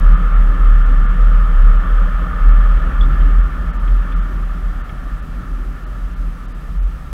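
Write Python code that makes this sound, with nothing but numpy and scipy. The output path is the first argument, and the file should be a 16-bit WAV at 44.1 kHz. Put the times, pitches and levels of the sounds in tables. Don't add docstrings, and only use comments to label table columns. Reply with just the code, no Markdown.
import sys
import numpy as np
from scipy import signal
from scipy.fft import rfft, irfft
from scipy.io import wavfile
from scipy.ndimage import uniform_filter1d

SR = 44100
rng = np.random.default_rng(int(sys.argv[2]) if len(sys.argv) > 2 else 0)


def pcm_store(signal):
    levels = np.round(np.clip(np.atleast_2d(signal), -1, 1) * 32767)
    wavfile.write(sys.argv[1], SR, levels.astype(np.int16).T)


def volts(x):
    e = np.asarray(x, float) / 20
    return 10 ** e


N = 314423


def evened(x):
    return x / np.sqrt(np.mean(x ** 2) + 1e-20)


def curves(rows):
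    seconds, *columns = np.transpose(rows)
    return [np.interp(np.arange(N) / SR, seconds, column) for column in columns]


def drift(samples):
    once = uniform_filter1d(rng.standard_normal(N), samples)
    return evened(uniform_filter1d(once, samples))


def hump(peak_s, rise_s, fall_s):
    late = np.arange(N) / SR - peak_s
    return np.exp(-0.5 * (late / np.where(late < 0, rise_s, fall_s)) ** 2)


def tone(hz, db):
    cycles = np.cumsum(hz * np.ones(N)) / SR
    return np.sqrt(2) * volts(db) * np.sin(2 * np.pi * (cycles + rng.random()))


def noise(shape, patchy_db):
    hz, t, z = signal.stft(rng.standard_normal(N), SR, nperseg=512)
    patches = uniform_filter1d(rng.standard_normal(z.shape), 6, 0)
    patches = evened(uniform_filter1d(patches, 8, 1))
    white = signal.istft(z * volts(patchy_db * patches), SR, nperseg=512)[1][:N]
    return evened(irfft(rfft(white) * shape(np.fft.rfftfreq(N, 1 / SR)), N))


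def resonant_noise(modes, steep, patchy_db):
    def shape(hz):
        return np.sqrt(sum(volts(db) ** 2 / (1 + (2 * (hz - f) / width) ** 2) ** steep
                           for f, width, db in modes))
    return noise(shape, patchy_db)


def spectrum_noise(points, patchy_db):
    f, db = np.transpose(points)

    def shape(hz):
        return volts(np.interp(np.log(hz + 1), np.log(f + 1), db, left=-120, right=-120))
    return noise(shape, patchy_db)


# time in seconds, share of cruising speed from 0 to 1.
ROAD_SPEED = [(0, 1), (2.95, 1), (3.1, .953), (3.6, .76), (3.82, .717), (4.2, .645), (4.6, .596),
              (4.95, .572), (5.4, .523), (6.2, .435), (7.13, .4)]


def halvings():
    return -np.log2(curves(ROAD_SPEED)[0])


# peak in seconds, level in dB, release in seconds, pitch in Hz.
AIR_SWELLS = [(.095, -2.5, 0.051, 36.84), (.25, -11, 0.098, 36.86), (.4, -6.5, .11, 37.47),
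              (.67, -5, 0.18, 37.2), (.95, -8, 0.17, 36.93), (1.24, -6.5, 0.25, 37.9),
              (1.63, -4, .13, 36.7), (1.97, -8, 0.089, 38), (2.16, -15, 0.025, 39.98),
              (2.24, -15, 0.037, 41.25), (2.49, -3, 0.12, 38.5), (2.7, -9.5, 0.13, 38.06),
              (2.88, -25, 0.018, 38.5), (3.04, -7.5, 0.071, 39.5), (3.25, -6.5, 0.049, 39.12),
              (3.39, -6, 0.058, 39.8), (3.71, -17, 0.02, 41.76), (3.83, -15, 0.027, 41.77),
              (3.94, -8.5, 0.077, 40.3), (4.2, -12, 0.052, 40.9), (4.43, -16.5, 0.097, 41.03),
              (4.68, -16.5, 0.063, 39), (4.91, -28, 0.085, 39.74), (5.13, -22, 0.048, 40.5),
              (5.54, -20, 0.14, 41.38), (5.9, -23, 0.022, 43.26), (6.06, -18, 0.021, 41.6),
              (6.24, -17, 0.056, 39.74), (6.5, -26, .12, 40.5), (6.84, -12, 0.058, 43.46)]


def boom():
    powers = [volts(db) ** 2 * hump(s, 0.055, release_s) ** 2 + 1e-9
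              for s, db, release_s, hz in AIR_SWELLS]
    total = sum(powers)
    hz = sum(power * row[3] for power, row in zip(powers, AIR_SWELLS)) / total
    hz = uniform_filter1d(hz, 1500) + 1.3 * drift(3000)
    rest = volts(-22 - 5.6 * halvings())
    level = np.sqrt(total + rest ** 2)
    return tone(hz, 0) * np.minimum(level, volts(-4.5))


# time in seconds, half length in seconds, jolt to floor in dB, jolt to doors in dB.
ROAD_BUMPS = [(0.057, 0.1, 6, 4), (0.217, .03, 0.5, 2), (0.578, .07, 2, 6), (.93, .04, 1.5, 3.5),
              (1.467, 0.055, 4, 0.5), (1.869, 0.063, 0, 2.5), (2.22, 0.028, 7, 4), (2.34, 0.022, 5, 3),
              (2.82, 0.068, 5, 1), (2.92, 0.041, 1.5, 4.5), (3.08, 0.051, 8, 3.5), (3.251, 0.054, 4.5, 9),
              (3.671, 0.13, 2, 4), (3.904, .06, 5.5, 2), (4.1, 0.038, 3, 4.5), (4.326, 0.044, 4.5, 5.5),
              (4.575, 0.044, 1.5, 1), (4.9, 0.16, 0.5, 2), (5.422, 0.026, 7, 3), (5.556, .12, -3, 4.5),
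              (5.68, 0.041, 5.5, 2), (5.877, 0.13, -2, 5), (5.96, 0.034, 5, -2.5), (6.24, .05, 4, 4.5),
              (6.603, .2, 0, -3), (6.75, 0.069, 2, -1.5)]
# pitch in Hz, width in Hz, level in dB.
SUSPENSION_MODES = [(28.8, 8.9, -1.5), (44.9, 7.3, 2), (54.47, 4.2, 4), (67.6, 25, -10.5)]
FLOOR_PAN_MODES = [(97.6, 43, -4), (146.5, 35, -2), (172.8, 28.2, -0.5)]
DOOR_PANEL_MODES = [(235.2, 20.5, -2), (264, 20.3, -1), (307, 54, -12.5), (368.3, 28, -10.5)]
# pitch in Hz, width in Hz, level in dB.
HOUSING_MODES = [(516, 136, -11), (607, 67, -9.5), (793, 156, -14.5), (1198.4, 74, 0), (1321, 262, -1.5),
                 (1745, 145, -7), (2138, 420, -21), (2685, 380, -25.5), (3140, 650, -25.5)]


def road():
    floor_db, door_db = sum(np.outer(jolts_db, hump(s, half_s, half_s))
                            for s, half_s, *jolts_db in ROAD_BUMPS)
    slowing = halvings() ** 1.21

    def shaken_db(jolt_db, cruise_db, loss_db, share, lumpy_db):
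        return cruise_db - loss_db * slowing + share * jolt_db + lumpy_db * drift(2500)

    suspension_db = shaken_db(floor_db, cruise_db=-23, loss_db=5.5, share=0.3, lumpy_db=-1.4)
    pan_db = shaken_db(floor_db, cruise_db=-33.5, loss_db=3, share=1.04, lumpy_db=0.9)
    panel_db = shaken_db(door_db, cruise_db=-42, loss_db=3.5, share=1.03, lumpy_db=1)
    tyre_db = shaken_db(floor_db, cruise_db=-30.5, loss_db=10.5, share=-0.0847, lumpy_db=0.5)
    suspension_db = uniform_filter1d(suspension_db, 9000) + 8.5 * hump(7.05, 0.17, 0.17)
    tyre_db = tyre_db + 2 * hump(4.22, 0.17, 0.17)

    thuds = volts(suspension_db) * resonant_noise(SUSPENSION_MODES, 2.86, 0.1)
    pan = volts(pan_db) * resonant_noise(FLOOR_PAN_MODES, 1.24, 0.8)
    panels = volts(panel_db) * resonant_noise(DOOR_PANEL_MODES, 1.21, 0.54)
    roar = volts(tyre_db) * resonant_noise(HOUSING_MODES, 1.64, 0.93)
    return thuds + pan + panels + roar


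def wavering(hz, db):
    return tone(hz + 2.46 * drift(2500), db + 2.33 * drift(2000))


# time in seconds, gain in dB, half length in seconds.
TREAD_RESONANCES = [
    (1.5, 4, .15),
    (2.9, 3, .2),
    (3.79, 17, .06),
    (4.68, 23, .12),
    (4.98, 22, .12),
]


def tread():
    flare_db = sum(db * hump(s, half_s, half_s) for s, db, half_s in TREAD_RESONANCES)
    db = -42.5 - 45 * halvings() + flare_db
    return wavering(1263 * curves(ROAD_SPEED)[0], db)


# starting pitch in Hz, sag in Hz per second, level in dB, start of fade in seconds.
DRIVELINE_HUMS = [
    (180.1, 2.8, -37, 2.4),
    (487.8, 4.4, -49, 2.3),
    (1080, 5.1, -52, 2.6),
]


def driveline():
    t = np.arange(N) / SR
    out = np.zeros(N)
    for hz, sag, db, fade_s in DRIVELINE_HUMS:
        fade_db = 27.5 * np.maximum(t - fade_s, 0)
        out += wavering(hz - sag * t, db - fade_db)
    return out


# time in seconds, pitch in Hz, level in dB.
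BRAKE_SQUEAK = [
    (4.295, 5920, -92),
    (4.31, 5900, -67),
    (4.35, 5854, -69),
    (4.37, 5855, -95),
]


def brake():
    hz, db = curves(BRAKE_SQUEAK)
    hz = hz + 40 * drift(150)
    return tone(hz, db) + tone(2.05 * hz, db + 2)


# start in seconds, ring level in dB, ring pitch in Hz,
# time for the ring to fall 60 dB in seconds, snap level in dB.
TRIM_TICKS = [(1.627, -48, 2500, 0.028, -39), (3.01, -26, 3405, 0.025, -59), (3.012, -56, 4750, 0.052, -56),
              (3.027, -40, 3560, 0.017, -58), (3.035, -33, 3380, 0.011, -58),
              (3.043, -42, 3620, 0.019, -58), (3.102, -48, 3170, 0.043, -39),
              (3.142, -56, 4450, 0.026, -58), (3.207, -46, 3120, 0.071, -39), (3.876, -44, 3240, 0.03, -34),
              (4.1181, -44, 3247, .03, -37), (4.122, -45, 3500, 0.036, -58), (4.8913, -46, 3260, 0.02, -35),
              (4.896, -34, 1278, .03, -58)]


def trim():
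    out = np.zeros(N)
    t = np.arange(3000) / SR
    band = signal.butter(5, [1000, 3900], "bandpass", fs=SR, output="sos")
    raw = uniform_filter1d(rng.standard_normal((len(TRIM_TICKS), len(t) + 500)), 9)
    snaps = evened(signal.sosfilt(band, raw)[:, 500:])
    for (s, db, hz, t60, snap_db), snap in zip(TRIM_TICKS, snaps):
        ring_level = np.minimum(t / 0.0012, 1) * volts(db - 60 * (t / t60) ** 2)
        snap_level = np.minimum(t / 0.0063, 1) * volts(snap_db - 19 * (t / 0.015) ** 2)
        place = out[round(s * SR):][:len(t)]
        place += ring_level * np.sin(2 * np.pi * hz * t) + snap_level * snap
    return out


# frequency in Hz, level in dB per Hz.
VENT_SPECTRUM = [(180, -32.5), (300, -2), (337, -7), (573, -5.5), (907, -9), (1220, -7.5), (1580, -13.5),
                 (1800, -6.5), (2000, -14), (2190, -14.5), (3160, -18), (4190, -34), (5000, -26),
                 (6500, -53), (11000, -120)]


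def vent():
    return volts(-47) * spectrum_noise(VENT_SPECTRUM, 0.6)


# frequency in Hz, level in dB per Hz.
HISS_SPECTRUM = [(2500, -34), (3500, -2), (3900, -1), (5150, -5), (5800, -3.5), (7080, -6), (11000, -7.5),
                 (12100, -7.5), (13000, -8.5), (16500, -10)]
# pitch in Hz, level in dB.
WHINE_TONES = [(15202, -88), (15299, -84.5), (15392, -93)]


def electronics():
    hiss = volts(-58.5) * spectrum_noise(HISS_SPECTRUM, 0.61)
    return hiss + sum(tone(hz, db) for hz, db in WHINE_TONES)


def scene():
    car = boom() + road() + tread() + driveline() + brake() + trim()
    return (car + vent() + electronics())[None]


# centre in seconds, edge in Hz, share lost from 0 to 1, pitch in
# Hz of a thin tone sounding meanwhile or 0 for none.
TREBLE_LOSSES = [(.158, 4000, 1, 3500), (.350, 4000, 1, 0), (.841, 4000, 1, 0), (1.076, 4100, 1, 0),
                 (1.780, 4000, 1, 0), (2.526, 4000, 1, 0), (3.420, 4000, .7, 0), (3.722, 3800, 1, 4500),
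                 (3.785, 4300, .97, 4900), (4.148, 4200, 1, 3900), (4.211, 3600, .95, 6800),
                 (4.830, 3900, 1, 4500), (5.213, 4500, .7, 0), (5.855, 4500, 1, 4000),
                 (6.153, 4500, .75, 0), (6.472, 4200, .95, 4700), (6.536, 4200, 1, 4800),
                 (6.794, 4000, 1, 6300), (6.804, 4000, 1, 11600), (6.813, 4000, 1, 9400),
                 (6.857, 4000, .7, 5800), (6.858, 6000, .6, 7600)]


def starve(x):
    hz, t, z = signal.stft(x, SR, nperseg=256, noverlap=192)
    time = np.arange(N) / SR
    stray = np.zeros(N)
    for s, edge_hz, share, stray_hz in TREBLE_LOSSES:
        window = np.cos(np.pi * np.clip((t - s) / 0.033, -0.5, 0.5)) ** 2
        treble = np.clip((hz - edge_hz) / 300 + 0.5, 0, 1)
        z = z * (1 - np.outer(treble, share * window))
        line = volts(-62.5) * np.sin(2 * np.pi * stray_hz * time)
        stray += np.interp(time, t, window) * line
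    return signal.istft(z, SR, nperseg=256, noverlap=192)[1][:, :N] + stray


def low_pass(x):
    return signal.sosfilt(signal.butter(12, 15670, fs=SR, output="sos"), x)


# time in seconds, level in dB.
WAKE_CLICKS = [
    (0.0001, -22),
    (.026, -35),
]


def record(dry):
    opened = dry * np.minimum(np.arange(N) / 200, 1)
    for s, db in WAKE_CLICKS:
        opened[:, round(s * SR)] += volts(db)
    mix = starve(np.clip(opened, -1, 1))
    return low_pass(mix)


dry = scene()
out = record(dry)
pcm_store(out)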